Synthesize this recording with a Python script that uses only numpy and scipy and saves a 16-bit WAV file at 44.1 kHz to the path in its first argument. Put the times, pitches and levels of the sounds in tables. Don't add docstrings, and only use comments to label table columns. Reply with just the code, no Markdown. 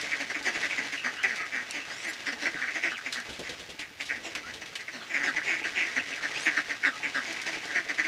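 import sys
import numpy as np
from scipy import signal
from scipy.fft import rfft, irfft
from scipy.io import wavfile

SR = 44100
rng = np.random.default_rng(int(sys.argv[2]) if len(sys.argv) > 2 else 0)


def transcribe(signal):
    frames = np.atleast_2d(signal).T
    limited = np.clip(frames, -1, 1)
    pcm = np.round(limited * 32767).astype(np.int16)
    wavfile.write(sys.argv[1], SR, pcm)


N = 355887
TIME = np.arange(N) / SR


def from_db(db):
    return 10 ** (np.asarray(db) / 20)


def rms_one(x):
    return x / np.sqrt(np.mean(x ** 2) + 1e-20)


def in_time(rows):
    return np.interp(TIME, *np.transpose(rows))


def add(out, start_s, sound):
    i = round(start_s * SR)
    low, high = max(i, 0), min(i + len(sound), N)
    if high > low:
        out[low:high] += sound[low - i:high - i]


def drift(rate_hz, size=N):
    steps = np.arange(size) * rate_hz / SR
    return np.interp(steps, np.arange(size // 8), rng.standard_normal(size // 8))


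def grains(per_s, spread_db, size=N):
    born = rng.random(size) < per_s / SR
    clicks = born * rng.standard_normal(size)
    return rms_one(clicks * from_db(spread_db * np.minimum(rng.exponential(1, size), 4)))


def swell(t, rise_s, fall_s):
    return np.exp(-np.where(t < 0, (t / rise_s) ** 4, np.abs(t / fall_s) ** 1.92) / 2)


def shaped(x, envelope):
    return x * envelope * np.sqrt(np.sum(envelope ** 2) / (np.sum((x * envelope) ** 2) + 1e-20))


def colour(x, spectrum):
    size = 4096
    hz, db = np.transpose(spectrum)
    grid_hz = np.maximum(np.fft.rfftfreq(size, 1 / SR), 1)
    gain = rms_one(from_db(np.interp(np.log(grid_hz), np.log(hz), db)))
    cepstrum = irfft(np.log(gain))
    cepstrum[1:size // 2] *= 2
    cepstrum[size // 2 + 1:] = 0
    return signal.fftconvolve(x, irfft(np.exp(rfft(cepstrum))))[:len(x)]


def resonance(x, hz, share):
    carrier = np.exp(2j * np.pi * np.cumsum(np.broadcast_to(hz, x.shape)) / SR)
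    width_hz = share * np.mean(hz)
    peak = signal.butter(1, width_hz / 2, fs=SR, output="sos")
    skirt = signal.butter(3, width_hz * 1.2, fs=SR, output="sos")
    return np.real(carrier * signal.sosfilt(np.vstack([peak, skirt]), x / carrier))


def scratch(db, hz, t60_s):
    t = np.arange(SR // 3) / SR
    half_width_hz = .27 * hz
    middle_hz = np.hypot(hz, half_width_hz)
    edges_hz = [middle_hz - half_width_hz, min(middle_hz + half_width_hz, SR / 3)]
    band = signal.butter(1, edges_hz, "band", fs=SR, output="sos")
    grit = signal.sosfilt(band, grains(per_s=8300, spread_db=.5, size=len(t)))
    grit = signal.sosfilt(signal.butter(2, 8500, fs=SR, output="sos"), grit)
    return rms_one(grit) * from_db(db - 60 * t / t60_s)


# f/Hz, relative level/dB
YARD_SPECTRUM = [(20, -35), (35, -20), (65, 2), (130, 6.5), (300, -0.5), (1000, -2.5), (3000, 0),
                 (8000, -15), (15500, -18.5)]
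def yard(level_db=-55.5):
    return from_db(level_db) * colour(rng.standard_normal(N), YARD_SPECTRUM)


# delay/s, gain/dB
ECHOES = [(.0031, -22), (.0074, -17.5), (0.0117, -16), (.021, -19)]
def courtyard(x, t60_s=.11, tail_db=-12):
    t = np.arange(SR // 3) / SR
    tail = rng.standard_normal(len(t)) * from_db(-60 * t / t60_s) * (1 - np.exp(-t / .0013))
    response = tail * from_db(tail_db) / np.sqrt(np.sum(tail ** 2))
    for delay_s, db in ECHOES:
        response[round(delay_s * SR)] += from_db(db)
    return x + signal.fftconvolve(x, response)[:N]


# t/s, relative level/dB
MUTTER_LEVEL = [(0,-34),(.74,-40),(1.03,-41.5),(1.3,-30),(1.6,-40.5),(2.31,-42.5),(2.76,-31.5),(3.15,-40),(3.3,-52),(3.95,-60),(4.16,-52),(5.05,-58),(5.17,-38),(5.4,-31),(6.65,-37.5),(6.92,-55),(7.28,-31.5),(8.07,-43)]
def mutter(gain_db=-8):
    pulses = grains(per_s=600, spread_db=1)
    voices = rms_one(resonance(pulses, hz=2000 * np.exp(.17 * drift(20)), share=.2))
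    return voices * from_db(in_time(MUTTER_LEVEL) + gain_db + 2 * drift(45))


# t/s, relative level/dB
FOOT_LEVEL = [(0,-42.5),(.36,-49.5),(.65,-42),(.9,-49),(1.38,-48),(1.6,-50),(2.2,-48.5),(2.63,-48.5),(3.03,-49.5),(3.55,-50.5),(3.88,-58),(4.27,-51),(4.92,-55.5),(5.33,-48),(6.43,-44.5),(6.8,-49),(7.4,-45.5),(8.07,-48.5)]
# f/Hz, relative level/dB
SCUFF_SPECTRUM = [(20, -47), (100, -6), (280, 3), (600, 5), (1000, 1.5), (2000, 11), (4000, 3),
                  (6200, -0.5), (8000, -10), (11000, -19.5), (15500, -43)]
def scuffing(gain_db=5.5):
    grit = colour(grains(per_s=5000, spread_db=1.5), SCUFF_SPECTRUM)
    return grit * from_db(in_time(FOOT_LEVEL) + gain_db + 2 * drift(60))


# f/Hz, gain/dB, t60/s
ROOF_MODES = [(92.5, -14, 0.25), (185, -3.5, 0.086), (295.6, 4.5, 0.067), (458, 1, 0.15), (566, -3, 0.1),
              (710, 0.5, 0.1), (858, 4, 0.077)]
def roof(blows):
    out, struck = np.zeros(N), blows != 0
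    for hz, db, t60_s in ROOF_MODES:
        radius, angle = from_db(-60 / (t60_s * SR)), 2 * np.pi * hz / SR
        drive = np.full(N, 1e-18)
        drive[struck] = blows[struck] * rng.uniform(-.96, 1, struck.sum())
        feedback = [1, -2 * radius * np.cos(angle), radius ** 2]
        out += from_db(db) * signal.lfilter([0, np.sin(angle)], feedback, drive)
    return out


# t/s, drive level/dB
STOMPS = [(.789,-45),(2.548,-41),(3.282,-45),(3.795,-45),(4.239,-59)]
def footfalls(steps_per_s=16, gain_db=-9):
    steps = (rng.random(N) < steps_per_s / SR) * rng.random(N) ** 2
    stomps = np.zeros(N)
    for start_s, db in STOMPS:
        add(stomps, start_s, from_db([db]))
    return rms_one(roof(steps)) * from_db(gain_db + in_time(FOOT_LEVEL)) + roof(stomps)


# t/s, level/dB, centre f/Hz, t60/s
TAPS = [(.012,-36,4500,0.12),(0.206,-40.5,4470,.12),(0.426,-42.5,4470,0.27),(0.656,-42,3800,0.11),(.924,-44.5,4200,0.53),(1.232,-34.5,5430,0.055),(1.358,-36,3860,0.13),(1.709,-24,5900,0.011),(2.134,-38,4000,.08),(2.977,-46,6000,.058),(3.125,-28.5,3830,0.15),
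        (3.20,-37,5900,.027),(3.33,-41.5,3200,0.18),(3.392,-40.5,7000,.04),(3.494,-36,4000,0.078),(3.792,-35.5,3000,0.15),(4.005,-36.5,3080,0.24),(4.055,-42,4000,0.32),(4.351,-27.5,2400,0.074),(4.538,-40,3400,0.16),
        (4.658,-37,2450,.1),(4.754,-29,2600,0.087),(4.807,-41.5,4000,.08),(5.728,-46,3000,.086),(7.325,-37.5,5000,0.07),(7.416,-36.5,4370,0.1),(7.655,-39,5030,0.046)]
def taps():
    out = np.zeros(N)
    for start_s, db, hz, t60_s in TAPS:
        add(out, start_s, scratch(db, hz, t60_s))
    return out


# f/Hz, relative level/dB
WING_AIR_SPECTRUM = [(20, -24), (40, 8), (70, 15.5), (110, 8), (170, 9), (500, 14), (900, 0), (3000, -36)]
def wings(takeoff_s=3.29, beats_per_s=10, puff_db=-40.5, loss_db_per_beat=4, rush_db=-55.5):
    feather_rise_s, puff_rise_s = .008, .0073
    feathers = np.zeros(N)
    air_gain = from_db(rush_db) * swell(TIME - 4.4, rise_s=.35, fall_s=.32)
    for beat in range(6):
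        start_s = takeoff_s + beat / beats_per_s
        swish = scratch(db=-35, hz=3230, t60_s=.14)
        add(feathers, start_s, swish * (1 - np.exp(-TIME[:len(swish)] / feather_rise_s)))
        puff = swell(TIME - start_s - puff_rise_s, puff_rise_s, fall_s=.035)
        air_gain += from_db(puff_db - loss_db_per_beat * abs(beat - 1)) * puff
    air = colour(rng.standard_normal(N), WING_AIR_SPECTRUM)
    return feathers + air * air_gain * from_db(2 * drift(23.9))


def whistles(calls, partials, waver, fade_share):
    out = np.zeros(N)
    for start_s, length_s, first_hz, last_hz, db in calls:
        t = np.arange(0, length_s, 1 / SR)
        hz = first_hz + (last_hz - first_hz) * np.sin(np.pi / 2 * t / length_s) ** 2
        hz *= 1 + waver * drift(1201, size=SR)[:len(t)]
        phase = 2 * np.pi * np.cumsum(hz) / SR
        flutter = from_db(5 * drift(200, size=SR)[:len(t)])
        tone = sum(from_db(partial_db) * np.sin(k * phase) for k, partial_db in partials)
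        add(out, start_s, rms_one(flutter * tone) * from_db(db) * signal.windows.tukey(len(t), fade_share))
    return out


# t/s, length/s, first f/Hz, last f/Hz, level/dB
PEEPS = [(.945,0.11,2890,2620,-40),(1.16,0.085,2750,3180,-41.5),(1.37,0.105,1290,1255,-42),(1.66,0.24,2755,2660,-45.5),
         (3.28,0.033,1600,1470,-49),(4.425,0.083,1280,1550,-44.5),(5.98,0.036,2460,2780,-35),(6.34,.048,2335,2870,-34.5),(6.915,.06,1280,1264,-44)]
def peeps():
    return whistles(PEEPS, [(1, 0)], waver=.058, fade_share=.6)


# t/s, length/s, first f/Hz, last f/Hz, level/dB
SQUEALS = [(1.90,0.13,1610,1980,-48),(2.0,.125,1780,2550,-47),(6.335,.14,1500,2320,-44)]
# number, relative level/dB
SQUEAL_PARTIALS = [(1, -18), (2, -13), (3, -8.5), (4, -13), (5, -21)]
def squeals():
    return whistles(SQUEALS, SQUEAL_PARTIALS, waver=.027, fade_share=.4)


def syrinx(t, pitch_hz, jitter=.05, shimmer_db=1.5, weak_db=-12):
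    count = 160
    pulse_s = np.cumsum(np.exp(jitter * rng.standard_normal(count))) / pitch_hz
    index = np.round((pulse_s - pulse_s[count // 2] - t[0]) * SR).astype(int)
    strength = from_db(weak_db * (np.arange(count) % 2) + shimmer_db * rng.standard_normal(count))
    inside = (index >= 0) & (index < len(t))
    return np.bincount(index[inside], strength[inside], len(t))


def hum(t, pitch_hz, octave_db=-4):
    fall_per_s = rng.uniform(0, 3.935)
    hz = pitch_hz * np.exp(-fall_per_s * np.clip(t, -.03, .03) + .022 * drift(162.4, size=len(t)))
    phase = 2 * np.pi * np.cumsum(hz) / SR
    return np.sin(phase) + from_db(octave_db) * np.sin(2 * phase)


# f/Hz, relative level/dB
CHEST_SPECTRUM = [(30, -58), (130, -16), (200, 3), (420, 0.5), (600, 5), (780, 4), (950, -0.5),
                  (1200, -0.5), (1900, -22.5), (6000, -69)]
# f/Hz, relative level/dB
RASP_SPECTRUM = [(100, -53), (1500, -26), (2600, 10), (3600, 3.5), (5000, -3), (6300, -3.5), (8000, -8),
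                 (11000, -22), (15500, -28)]
# t/s, length/s, throat level/dB, throat f/Hz, body reference level/dB, pitch f/Hz
CLUCKS = [(0.032,0.058,-37.5,2130,-49.5,289.4),(0.12,0.027,-27,2060,-51,284.5),(0.195,0.034,-32.5,2060,-43.5,281),(0.3,0.025,-32,1830,-43,379),(0.347,0.028,-30.5,2060,-46,307.7),
          (0.457,0.043,-27,1930,-38,369),(0.546,0.026,-31,2060,-44,313),(0.627,0.031,-28,1980,-48,299),(0.704,0.037,-31,2280,-52,367),
          (0.775,0.034,-29,1980,-44,262),(.83,.04,-39.5,1950,-49.5,285.5),(.926,0.026,-31.5,2020,-44.5,285.3),(1.043,0.043,-29,1880,-43,256),(1.236,0.026,-21.5,2040,-43,390),
          (1.268,0.074,-34.5,1850,-48,234.7),(1.369,0.077,-34,2020,-52,355),(1.53,0.073,-31,1960,-48,255.3),(1.737,0.058,-35.5,2160,-45.5,301),
          (1.902,0.025,-38.5,1850,-49,290.5),(2.045,0.067,-35,1950,-47.5,331),(2.267,.034,-30,1890,-41,284.5),(2.324,0.017,-36,1900,-43.5,237),
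          (2.418,0.032,-35,1850,-41.5,291.4),(2.456,.028,-25,1970,-41,346.3),(2.564,0.038,-37,1570,-56,249),(2.619,0.03,-29,1850,-50,257.3),
          (2.676,.028,-31,1920,-51,302.6),(2.753,0.03,-31,1990,-43,315),(2.833,0.048,-26.5,2050,-42.5,342),(2.914,0.03,-34.5,1590,-50,246),
          (3.059,0.026,-32.5,2100,-47.5,265.4),(3.154,0.05,-35,1810,-49.5,248.4),(3.441,0.063,-41,2030,-55,355),(3.791,0.063,-40.5,2130,-58,323),(3.999,0.022,-32.5,2160,-49,294),
          (4.094,0.033,-29.5,1990,-51.5,279.7),(4.136,0.047,-38.5,1970,-54,244.3),(4.244,0.04,-43,2200,-43.5,334),(4.357,0.034,-39,1980,-47.5,305),(4.467,0.054,-42,1940,-52.5,242),
          (4.616,0.022,-41.5,1960,-47.5,312.6),(4.79,.04,-41,2000,-56.5,398),(4.882,0.016,-33.5,1980,-51.5,316.5),(4.93,0.057,-43,1830,-47.5,251.8),(5.004,0.041,-45.5,1430,-52.5,371),
          (5.101,.029,-34.5,2120,-50,331),(5.14,0.043,-26.5,2040,-44.5,289.6),(5.197,0.047,-31,1860,-48.5,284.3),(5.239,0.039,-30,2050,-41,368),
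          (5.274,0.03,-27.5,1660,-42,284),(5.365,.025,-26.5,1960,-45,308),(5.467,.09,-27.5,2140,-43.5,354.3),(5.645,0.029,-30.5,1840,-44.5,325.4),
          (5.762,0.072,-26.5,2280,-45,350.6),(5.837,0.05,-34.5,2000,-49.5,361),(5.963,0.024,-24,1910,-41.5,266.4),(6.105,0.031,-39,2050,-51,277.6),
          (6.232,0.034,-29.5,1820,-45,291.5),(6.309,0.035,-40.5,1920,-59,387),(6.461,0.03,-21.5,2070,-39,319),(6.513,0.052,-35.5,1680,-53,292.4),(6.572,0.025,-22.5,1770,-41,297.7),
          (6.699,0.037,-30.5,1920,-45.5,299.5),(6.835,0.033,-22,1915,-46.5,359.7),(6.856,.034,-25.5,1670,-41,276.3),(7.033,0.041,-29,2180,-49,300),
          (7.151,0.04,-28,1620,-43,275),(7.268,0.057,-43,1930,-45.5,334),(7.469,0.03,-31.5,1950,-42,320.7),(7.521,0.041,-37,2200,-54,309),
          (7.682,0.085,-36,1790,-51.5,291.3),(7.753,0.04,-24.5,1950,-43,357.4),(7.892,0.026,-29,1900,-43,299.7),(7.983,0.031,-24,1940,-42,315.4),(8.042,0.032,-28.5,2070,-45,316.5)]
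def clucks(rise_share=.44, throat_sag=.036, puff_s=.019, rasp_lead_s=.003, hum_lag_s=.00593):
    chest_db, rasp_db, windpipe_db = -1.5, 2.5, -4
    voice, chest, rasp = np.zeros((3, N))
    t = np.arange(-SR // 8, SR // 8) / SR
    for start_s, length_s, throat_db, centre_hz, body_db, pitch_hz in CLUCKS:
        rise_s, fall_s = rise_share * length_s, (1 - rise_share) * length_s
        envelope = swell(t, rise_s, fall_s)
        at_s = start_s + rise_s + t[0]
        pulses = syrinx(t, pitch_hz)
        puffs = signal.lfilter([1], [1, -np.exp(-1 / (puff_s * SR))], pulses)
        breath = (puffs + 2.7) * rng.standard_normal(len(t))
        throat_hz = centre_hz * (1 + throat_sag * np.interp(t, [-rise_s, fall_s], [1, -1]))
        throat = resonance(pulses + .008 * breath, throat_hz, share=centre_hz / 8800)
        add(voice, at_s, from_db(throat_db) * shaped(throat, envelope))
        buzz = rms_one(.32 * rms_one(pulses) + rms_one(breath))
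        add(chest, at_s, from_db(body_db + chest_db) * shaped(buzz, envelope))
        windpipe = sum(resonance(buzz, ratio * rng.uniform(.92, 1.08) * throat_hz, share=.17)
                       for ratio in (2.4, 3.1))
        bright_buzz = buzz + from_db(windpipe_db) * rms_one(windpipe)
        add(rasp, at_s - rasp_lead_s, from_db(body_db + rasp_db) * shaped(bright_buzz, envelope))
        hum_db = body_db - 2.5 + .17 * (throat_db + 31.5)
        add(voice, at_s + hum_lag_s, from_db(hum_db) * shaped(hum(t, pitch_hz), envelope))
    return voice + colour(chest, CHEST_SPECTRUM) + colour(rasp, RASP_SPECTRUM)


def scene():
    ducks = squeals() + peeps() + clucks() + taps() + mutter() + scuffing() + footfalls()
    return (from_db(-.04) * courtyard(ducks) + wings() + yard())[None]


def record(dry):
    return signal.sosfilt(signal.ellip(10, .1, 80, 15500, fs=SR, output="sos"), dry)


dry = scene()
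out = record(dry)
transcribe(out)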